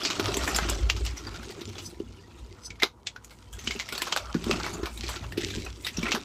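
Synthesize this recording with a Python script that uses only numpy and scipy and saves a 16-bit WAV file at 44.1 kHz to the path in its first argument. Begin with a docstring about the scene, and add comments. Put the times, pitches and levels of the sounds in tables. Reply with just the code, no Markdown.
"""Crushing dry chalk

Hands crush dry chalk over a plastic tub, close to one microphone; both channels are alike.
Lumps crack: a snap and a noise burst drive a resonance. Crumbs crackle: random clicks ring by size.
Dust hisses and rustles as noise, knocks and crumbs ring the tub's modes, a slipping finger squeaks
as resonant noise. Low noise swells as a rumble over a quiet room."""
import sys
import numpy as np
from scipy import signal
from scipy.fft import rfft, irfft
from scipy.io import wavfile

SR = 44100
rng = np.random.default_rng(int(sys.argv[2]) if len(sys.argv) > 2 else 0)


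def generate_wav(sig):
    """Save sig (samples, or channels by samples) to the path in sys.argv[1] as 16-bit PCM at SR."""
    pcm = np.round(np.clip(np.atleast_2d(sig).T, -1, 1) * 32767).astype(np.int16)
    wavfile.write(sys.argv[1], SR, pcm)


N = 275580


def from_db(db):
    """dB to gain."""
    return 10 ** (np.asarray(db) / 20)


def rms_one(x):
    """Scale to rms 1."""
    return x / np.sqrt(np.mean(x ** 2) + 1e-20)


def at_hz(spectrum, hz):
    """Spectrum table in dB, interpolated over log frequency."""
    table_hz, table_db = np.transpose(spectrum)
    return np.interp(np.log(hz), np.log(table_hz), table_db)


def drift(rate_hz):
    """Slow noise of rms 1: two-pole low-pass, run at SR / 40."""
    step = 40
    r = np.exp(-2 * np.pi * step * rate_hz / SR)
    settle = 2000
    white = rng.standard_normal(N // step + settle + 2)
    slow = signal.lfilter([1], [1, -2 * r, r * r], white)[settle:]
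    return np.interp(np.arange(N) / step, np.arange(len(slow)), rms_one(slow))


def resonance(x, hz, width_hz):
    """Two-pole band-pass, gain about 1 on top."""
    r = np.exp(-np.pi * width_hz / SR)
    zeros = np.array([1, 0, -1]) * (1 - r * r) / 2
    poles = [1, -2 * r * np.cos(2 * np.pi * hz / SR), r * r]
    return signal.lfilter(zeros, poles, x)


def band(x, low_hz, high_hz):
    """Butterworth band-pass along the last axis."""
    return signal.sosfilt(signal.butter(2, [low_hz, high_hz], "band", fs=SR, output="sos"), x)


def coloured(x, spectrum):
    """Filter x by a spectrum table."""
    hz = np.maximum(np.arange(len(x) // 2 + 1) * SR / len(x), 1)
    return irfft(rfft(x) * from_db(at_hz(spectrum, hz)), len(x))


def grit(shape, spread_db):
    """White noise of uneven grain: a few samples stand far out."""
    white = rng.standard_normal(shape)
    grain_db = spread_db * np.minimum(rng.exponential(1, shape), 5)
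    return white * from_db(grain_db)


def swell_db(top_s, hold_s, rise_db_per_s, fall_db_per_s):
    """Rise to 0 dB at top_s, hold, fall."""
    t = np.arange(N) / SR - top_s
    return np.minimum(0, np.minimum(rise_db_per_s * t, fall_db_per_s * (hold_s - t)))


# Cracks of lumps: t/s, body peak level/dB, ring f/Hz, ring gain/dB, treble level/dB, low grit level/dB, t60/s
CRACKS = [(0.0343, -21, 4900, 17, -42.5, -46, 0.059), (0.051, -12.5, 4520, 4, -44, -39, 0.11),
          (0.1025, -14.5, 1155, 10, -43, -34.5, 0.15), (0.1974, -12.5, 1410, -7, -36.5, -29.5, 0.05),
          (0.2423, -21.5, 1940, 10, -45, -41, 0.062), (0.263, -21.5, 1250, 1, -43, -43, 0.089),
          (0.3425, -13, 6000, 11.5, -38, -39, 0.027), (0.3696, -15, 7730, 11, -33.5, -40, 0.033),
          (0.4768, -17.5, 1780, 27, -35.5, -29, 0.031), (0.5465, -16, 4970, 17, -37, -38, 0.1),
          (0.5623, -12, 7400, 11, -27, -37, 0.037), (0.5868, -12.5, 1540, 14, -39, -27, 0.017),
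          (0.6881, -16.5, 3470, 2, -45, -39, 0.05), (0.6974, -26, 3080, 14, -30, -49, 0.025),
          (0.8996, -4, 2800, 6, -36.5, -38, 0.028), (0.9647, -23, 4870, -1, -48, -44.5, 0.15),
          (1.051, -23, 5370, 5, -40, -48, 0.056), (1.064, -20, 2920, -11, -62, -43, 0.095),
          (1.173, -28, 5710, 22, -51, -55, 0.064), (1.27, -35.5, 1190, 9, -55, -43, 0.1),
          (1.3428, -31.5, 1416, 12, -55, -52, 0.13), (1.4316, -26.5, 1490, 12, -51, -50, 0.05),
          (1.506, -28.5, 4530, 5, -48, -59, 0.059), (1.6147, -26.5, 3760, 6, -51, -55, 0.04),
          (1.6911, -31, 6100, 7, -54, -53, 0.034), (1.7548, -32.5, 3340, 9, -57, -48.5, 0.05),
          (1.7827, -25, 2940, -3, -52, -46, 0.15), (2.0002, -37, 2960, 5, -62, -57, 0.024),
          (2.7048, -25.5, 2260, 11, -67, -71, 0.036), (2.7566, -41.5, 2200, 9, -71, -70, 0.041),
          (2.8002, -28.5, 2190, 8, -55, -59, 0.05), (2.8228, -12.5, 2110, 19, -38, -31.5, 0.094),
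          (2.8333, 1, 3790, 6, -32.5, -26, 0.026), (3.0705, -16, 3370, 5.5, -58, -50, 0.043),
          (3.1622, -29, 1420, 24, -58, -53, 0.042), (3.2455, -31.5, 7040, 15, -48, -64, 0.031),
          (3.3076, -36.5, 2140, 5, -53.5, -53, 0.15), (3.5286, -34, 3290, 19, -46, -57, 0.15),
          (3.5902, -27.5, 6270, 8, -49, -55, 0.15), (3.643, -32.5, 6000, 14, -49.5, -50.5, 0.13),
          (3.674, -15.5, 3010, 7, -49, -53, 0.04), (3.709, -16, 2210, 8, -43.5, -40.5, 0.054),
          (3.7606, -27, 2740, 13, -51, -50, 0.05), (3.7984, -13.5, 2140, 5, -44.5, -44.5, 0.091),
          (3.8893, -23.5, 2160, 5, -42, -48, 0.057), (3.925, -19, 1420, 4.5, -36.5, -40, 0.077),
          (3.9517, -21, 3770, 4, -49, -42.5, 0.05), (3.9792, -16, 4350, 10, -36.5, -40, 0.05),
          (4.0198, -10, 1030, 8, -30, -41, 0.05), (4.0686, -21, 1030, 19, -43.5, -38, 0.15),
          (4.125, -10.5, 3140, 5, -43, -30.5, 0.044), (4.1631, -10.5, 1550, 2, -33, -28, 0.056),
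          (4.1734, -10.5, 3630, -4, -43, -36, 0.042), (4.3439, -24, 1440, 16, -50, -38.5, 0.086),
          (4.4416, -19.5, 3480, 5, -44, -46, 0.029), (4.512, -8, 2610, 10, -40, -30.5, 0.017),
          (4.6001, -25, 1100, 9, -49, -35.5, 0.05), (4.6394, -26, 1610, 9, -50, -36, 0.055),
          (4.6641, -18.5, 1600, 6.5, -43, -31.5, 0.073), (4.7353, -30, 7050, 17, -46, -46, 0.088),
          (4.8319, -24.5, 1070, 23, -52, -42.5, 0.15), (4.8578, -20, 2310, 4, -41.5, -35.5, 0.14),
          (4.9756, -27, 3930, 14, -46, -58, 0.05), (5.011, -28.5, 4280, 13, -61, -63, 0.041),
          (5.0352, -25, 2370, 4, -56, -63, 0.087), (5.0903, -18, 1015, 14, -36, -37.5, 0.14),
          (5.1385, -27, 1630, 7, -51, -41, 0.045), (5.161, -21.5, 1370, 9, -49, -49, 0.056),
          (5.2405, -32, 2720, 11, -58, -44.5, 0.067), (5.3228, -24, 1860, 13.5, -46.5, -53, 0.018),
          (5.3752, -18.5, 2800, -2.5, -40, -47, 0.11), (5.434, -21.5, 1940, 4, -62, -55, 0.11),
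          (5.5037, -24, 3520, 7, -48, -48.5, 0.086), (5.6495, -31, 6100, 26, -48, -54, 0.043),
          (5.663, -28.5, 2510, 15.5, -55, -41, 0.14), (5.8477, -20, 3790, 14, -41, -47, 0.12),
          (5.8674, -15.5, 2010, -1, -36, -49, 0.11), (5.9718, -18, 5620, 17, -46, -47, 0.045),
          (5.989, -26.5, 3400, 9, -52, -47.5, 0.066), (6.0302, -19.5, 2270, 14.5, -45, -45, 0.046),
          (6.0561, -26, 1900, 27, -58, -36, 0.028), (6.0641, -23, 2600, 29, -55, -35, 0.05),
          (6.0836, -22.5, 2150, 31, -49, -40, 0.04), (6.119, -8.5, 2650, 4, -39, -33, 0.071),
          (6.1492, -12, 1360, 5, -37, -29.5, 0.11)]
# Colour of breaking chalk, also used for crumbs: f/Hz, level/dB per Hz
GRIT = [(290, -3), (500, 5.5), (545, -1), (988, -7.5), (1320, -1), (2230, 6.5), (5240, 2.5), (7750, 2),
        (8830, -13), (13600, -17), (16000, -22)]
CREEP_DB, CREEP_S = -8, 0.0034   # top and time constant of the growth before a crack
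SNAP_DB, SNAP_DB_PER_DB = 11.5, 0.28   # snap gain at a -18 dB peak; its rise with peak level
RING_WIDTH = .06   # share of ring f


def cracks():
    """A fracture creeps, snaps through a lump and dies away as grit; the lump rings at its own pitch."""
    lead = SR // 40
    t_s = np.arange(-lead, SR // 6) / SR
    after_s = np.maximum(t_s, 0)
    creep = np.where(t_s < 0, from_db(CREEP_DB) * np.exp(t_s / CREEP_S), 1)
    snap = 2 * np.sin(2 * np.pi * 3000 * after_s) * np.exp(-(after_s / 0.00014) ** 2)   # push, recoil
    onset = slice(lead - 200, lead + 600)   # sets the rms of treble and low grit
    noise = grit((len(CRACKS), len(t_s)), spread_db=3.5)
    out = np.zeros(N + len(t_s))
    for (s, peak_db, hz, ring_db, treble_db, low_db, t60_s), white in zip(CRACKS, noise):
        fall = from_db(-60 * after_s / np.clip(t60_s, .008, .3))
        fall = fall + 0.5 * from_db(-60 * after_s / 0.13)   # common tail
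        burst = rms_one(coloured(white, GRIT)) * creep * fall
        snap_db = SNAP_DB + SNAP_DB_PER_DB * (peak_db + 18)
        force = burst + from_db(snap_db) * snap
        ring = from_db(ring_db) * resonance(force, hz, RING_WIDTH * hz)
        body = band(force, 1200, 8000) + ring
        sound = body / np.max(np.abs(body)) * from_db(peak_db)
        treble = band(burst, 7800, 15500)
        low = band(burst, 700, 1500)
        sound = sound + from_db(treble_db) * treble / np.std(treble[onset])
        sound = sound + from_db(low_db) * low / np.std(low[onset])
        at = round(s * SR)
        out[at:at + len(t_s)] += sound
    return out[lead:N + lead]


# Crumbling: t/s, crackle level/dB, coarse grit level/dB, patter on the tub level/dB
CRUMBLE = [(0.0, -38, -45, -44), (0.26, -37, -39, -36.5), (0.61, -36.5, -39.5, -38),
           (0.73, -35.5, -39.5, -35), (.84, -48.5, -51.5, -42.5), (1.1, -45.5, -55.5, -47),
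           (1.34, -48, -49.5, -46.5), (1.75, -50, -60, -44.5), (1.98, -60, -64, -54.5),
           (2.66, -60.5, -63, -54), (2.92, -77, -64.5, -62.5), (3.5, -61, -64, -62.5),
           (3.71, -41, -56, -49.5), (3.86, -50, -53.5, -55), (4.02, -43, -49.5, -51.5),
           (4.16, -44, -47.5, -48), (4.31, -55, -46, -58), (4.37, -46, -55.5, -50),
           (4.52, -40.5, -39, -31.5), (4.68, -39.5, -40.5, -36.5), (4.79, -51.5, -42, -38),
           (4.93, -54.5, -58, -52), (5.08, -40, -52, -45), (5.28, -52.5, -51.5, -47.5),
           (5.36, -61, -58, -45.5), (5.41, -38, -56, -41), (5.6, -41.5, -59, -40.5),
           (5.72, -56, -61, -50.5), (5.93, -51.5, -59, -51), (6.08, -38.5, -40.5, -37.5),
           (6.18, -42, -52, -43.5), (6.25, -53, -55, -47.5)]


def crumble_levels_db():
    """Crackle, coarse grit and patter levels, interpolated to every sample."""
    s, *levels_db = np.transpose(CRUMBLE)
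    return [np.interp(np.arange(N) / SR, s, level_db) for level_db in levels_db]


# Puffs of fine dust sliding off the hands: t/s of top, hold/s, level/dB
RUSTLES = [(.45, .04, -46), (1.83, 0.043, -53.5), (3.32, 0.046, -68), (4.736, 0.018, -58.5),
           (4.93, 0.034, -54), (5.288, .03, -66), (5.5, 0.11, -61), (5.827, .04, -56)]
RUSTLE_RISE_DB_PER_S, RUSTLE_FALL_DB_PER_S = 300, 300
DUST_DB, DUST_DB_PER_DB = -65, .7   # level at -50 dB crackle; share of the crackle's swing


def dust_level(crackle_db):
    """Gain of the fine dust: it follows the crackle, and puffs add to it."""
    level = from_db(DUST_DB + DUST_DB_PER_DB * (crackle_db + 50))
    for s, hold_s, db in RUSTLES:
        level = level + from_db(db + swell_db(s, hold_s, RUSTLE_RISE_DB_PER_S, RUSTLE_FALL_DB_PER_S))
    return level


CRUMBS_PER_S, TICKS_PER_S = 26000., 1200
CHIPS_PER_S, CHIP_DB, CHIP_WIDTH_HZ = 600, 5, 35   # harder crumbs that ring longer


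def crumbling(crackle, coarse, dust):
    """Tiny fractures in clumps; each crumb rings some cycles, small crumbs high and large ones low."""
    born = rng.random(N) < CRUMBS_PER_S * from_db(2.5 * drift(25)) / SR
    clicks = grit(N, spread_db=2.5) * born * from_db(1.73 * drift(40))
    chips = grit(N, spread_db=2.0) * (rng.random(N) < CHIPS_PER_S / SR)
    chips = rms_one(chips) * np.std(clicks)
    pitches_hz = np.geomspace(600, 15000, 40)
    dealt = rng.integers(0, 40, N)   # pitch index of each click
    sizes = np.zeros((3, N))   # coarse, middling, fine
    for k, hz in enumerate(pitches_hz):
        mine = dealt == k
        crumb = resonance(clicks * mine + 1e-18, hz, 0.084 * hz)
        middling = 1600 < hz < 9500   # only these pitches have chips
        crumb += from_db(CHIP_DB) * resonance(chips * mine * middling + 1e-18, hz, CHIP_WIDTH_HZ)
        patches_db = 4.1 * drift(6.8)   # crumbs of one size come and go
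        size = int(hz > 1450) + int(hz > 8000)
        sizes[size] += from_db(at_hz(GRIT, hz) + patches_db) * crumb
    ticks = grit(N, spread_db=6.5) * (rng.random(N) < TICKS_PER_S / SR)   # dry breaks, no ring
    ticks = rms_one(band(ticks, 2300, 6400))
    hiss = rms_one(band(coloured(rng.standard_normal(N), GRIT), 8000, 20000))   # finest dust, even
    sizes[1] = band(rms_one(sizes[1]) + .65 * ticks, 1000, 7450)
    sizes[2] = rms_one(sizes[2]) + 1.1 * hiss
    return sum(level * rms_one(size) for level, size in zip((coarse, crackle, dust), sizes))


# Knocks on the tub: t/s, drive level/dB, f/Hz favoured by the spot hit
KNOCKS = [(0.059, -31, 347), (0.195, -20.5, 395), (0.37, -20.5, 310), (0.698, -27.5, 326),
          (1.264, -32.5, 296), (1.614, -32, 344), (2.001, -23.5, 374), (2.83, -20.5, 402),
          (3.673, -24, 224), (3.759, -30, 231), (3.923, -37, 383), (4.019, -35, 339), (4.348, -6, 180),
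          (4.352, -22, 340), (4.466, -16, 222), (4.592, -40, 317), (4.83, -23.5, 360), (5.038, -34, 350),
          (5.377, -18.5, 355), (5.436, -28.5, 335), (5.577, -28, 405), (5.982, -10.5, 165),
          (6.03, -18.5, 234), (6.141, -19, 229)]
# Modes of the tub: f/Hz, level/dB, t60/s
TUB = [(172, -6, 0.1), (231, -3, 0.082), (291, -5.5, 0.086), (345.3, 0, 0.083), (396.3, -0.5, 0.074),
       (530, -10, .05)]


def tub(patter_db):
    """Knocks and falling crumbs ring the modes; a knock drives most those near the pitch of its spot."""
    s, drive_db, spot_hz = np.transpose(KNOCKS)
    at = np.round(s * SR).astype(int)
    shape = (len(TUB), N)
    crumbs = (rng.random(shape) < 250 / SR) * grit(shape, spread_db=5.0)
    knocks, patter = np.zeros(N), np.zeros(N)
    for (hz, level_db, t60_s), fall in zip(TUB, crumbs):
        r = from_db(-60 / (t60_s * SR))
        w = 2 * np.pi * hz / SR
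        blows = np.zeros(N)
        blows[at] = from_db(drive_db + level_db - 24 * np.abs(np.log2(hz / spot_hz)))
        forces = [blows + 1e-18, fall + 1e-18]
        rung = signal.lfilter([0, np.sin(w)], [1, -2 * r * np.cos(w), r * r], forces)
        knocks += rung[0]
        patter += from_db(level_db) * rung[1]
    knocks = band(band(knocks, 185, 500), 93, 626)   # soft contact, small shell: no tick, no deep bass
    return knocks + from_db(patter_db) * rms_one(patter)


# A finger slips on the chalk: t/s of top, level/dB
SLIPS = [(1.865, -38), (2.662, -36)]
# Resonances of the squeak: f/Hz, width/Hz, relative level/dB
SQUEAK = [(4700, 210, -10), (5080, 200, 1), (6000, 69, 1.5), (7820, 200, -7), (10300, 540, -12)]
SLIP_RISE_DB_PER_S, SLIP_FALL_DB_PER_S = 600, 795


def slip():
    """Skin rubs the dry surface: noise squeezed through a few high resonances."""
    white = band(rng.standard_normal(N), 4300, 11000)
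    squeak = sum(from_db(db) * rms_one(resonance(white, hz, width_hz)) for hz, width_hz, db in SQUEAK)
    level = sum(from_db(db + swell_db(s, 0, SLIP_RISE_DB_PER_S, SLIP_FALL_DB_PER_S)) for s, db in SLIPS)
    return rms_one(squeak) * level


# Swells of the rumble: t/s of top, hold/s, deep level/dB, upper level/dB
SWELLS = [(0.248, 0.035, -50, -36), (0.446, 0.064, -30.5, -57), (0.664, .4, -29, -42),
          (1.3, 0.067, -43.5, -48), (1.67, 0.032, -63, -47), (1.98, 0.14, -55, -53),
          (2.386, 0.038, -42.5, -58), (2.705, .05, -50.5, -57), (3.556, 0.14, -43.5, -60),
          (4.23, 0.032, -44, -61), (4.49, 0.052, -41, -40), (4.78, 0.045, -35, -50),
          (5.035, 0.056, -42, -45.5), (5.19, 0.13, -45.5, -43.5), (5.446, 0.036, -55, -44.5),
          (5.55, 0.11, -39.5, -48), (5.945, 0.11, -45, -57)]
# Resonances, deep and upper: f/Hz, width/Hz
RUMBLE = [(57, 12.1), (94, 26.2)]
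# Level between swells: deep/dB, upper/dB
REST_DB = -60, -58
SWELL_RISE_DB_PER_S, SWELL_FALL_DB_PER_S = 157, 125


def rumble():
    """Low noise in two narrow resonances that swell while the hands work."""
    levels = from_db(REST_DB)[:, None]
    for s, hold_s, *tops_db in SWELLS:
        swell = from_db(swell_db(s, hold_s, SWELL_RISE_DB_PER_S, SWELL_FALL_DB_PER_S))
        levels = levels + np.outer(from_db(tops_db), swell)
    out = np.zeros(N)
    for (hz, width_hz), level in zip(RUMBLE, levels):
        once = resonance(rng.standard_normal(N), hz, width_hz)
        out += level * rms_one(resonance(once, hz, width_hz))
    return out


# Colour of the room: f/Hz, level/dB per Hz
ROOM = [(65, -47), (110, 3), (167, -3.5), (253, -2.5), (417, -15), (493, -2), (571, -24), (981, -6),
        (1550, -64), (6670, -35), (16000, -45)]
ROOM_DB = -58


def room():
    """Steady room tone: coloured noise."""
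    return from_db(ROOM_DB) * rms_one(coloured(rng.standard_normal(N), ROOM))


def scene():
    """Sum of all sources, alike on both channels."""
    crackle_db, coarse_db, patter_db = crumble_levels_db()
    mono = room()
    mono = mono + crumbling(from_db(crackle_db), from_db(coarse_db), dust_level(crackle_db))
    mono = mono + cracks() + slip() + tub(patter_db) + rumble()
    return np.array([mono, mono])


CUTOFF_HZ = 16300   # 70 dB down from here up


def record(dry):
    """Soft limiting rounds the loudest peaks; a steep low-pass cuts the top."""
    rounded = .9 * np.tanh(dry / .9)
    return signal.sosfilt(signal.cheby2(14, 70, CUTOFF_HZ, fs=SR, output="sos"), rounded)


dry = scene()
out = record(dry)
generate_wav(out)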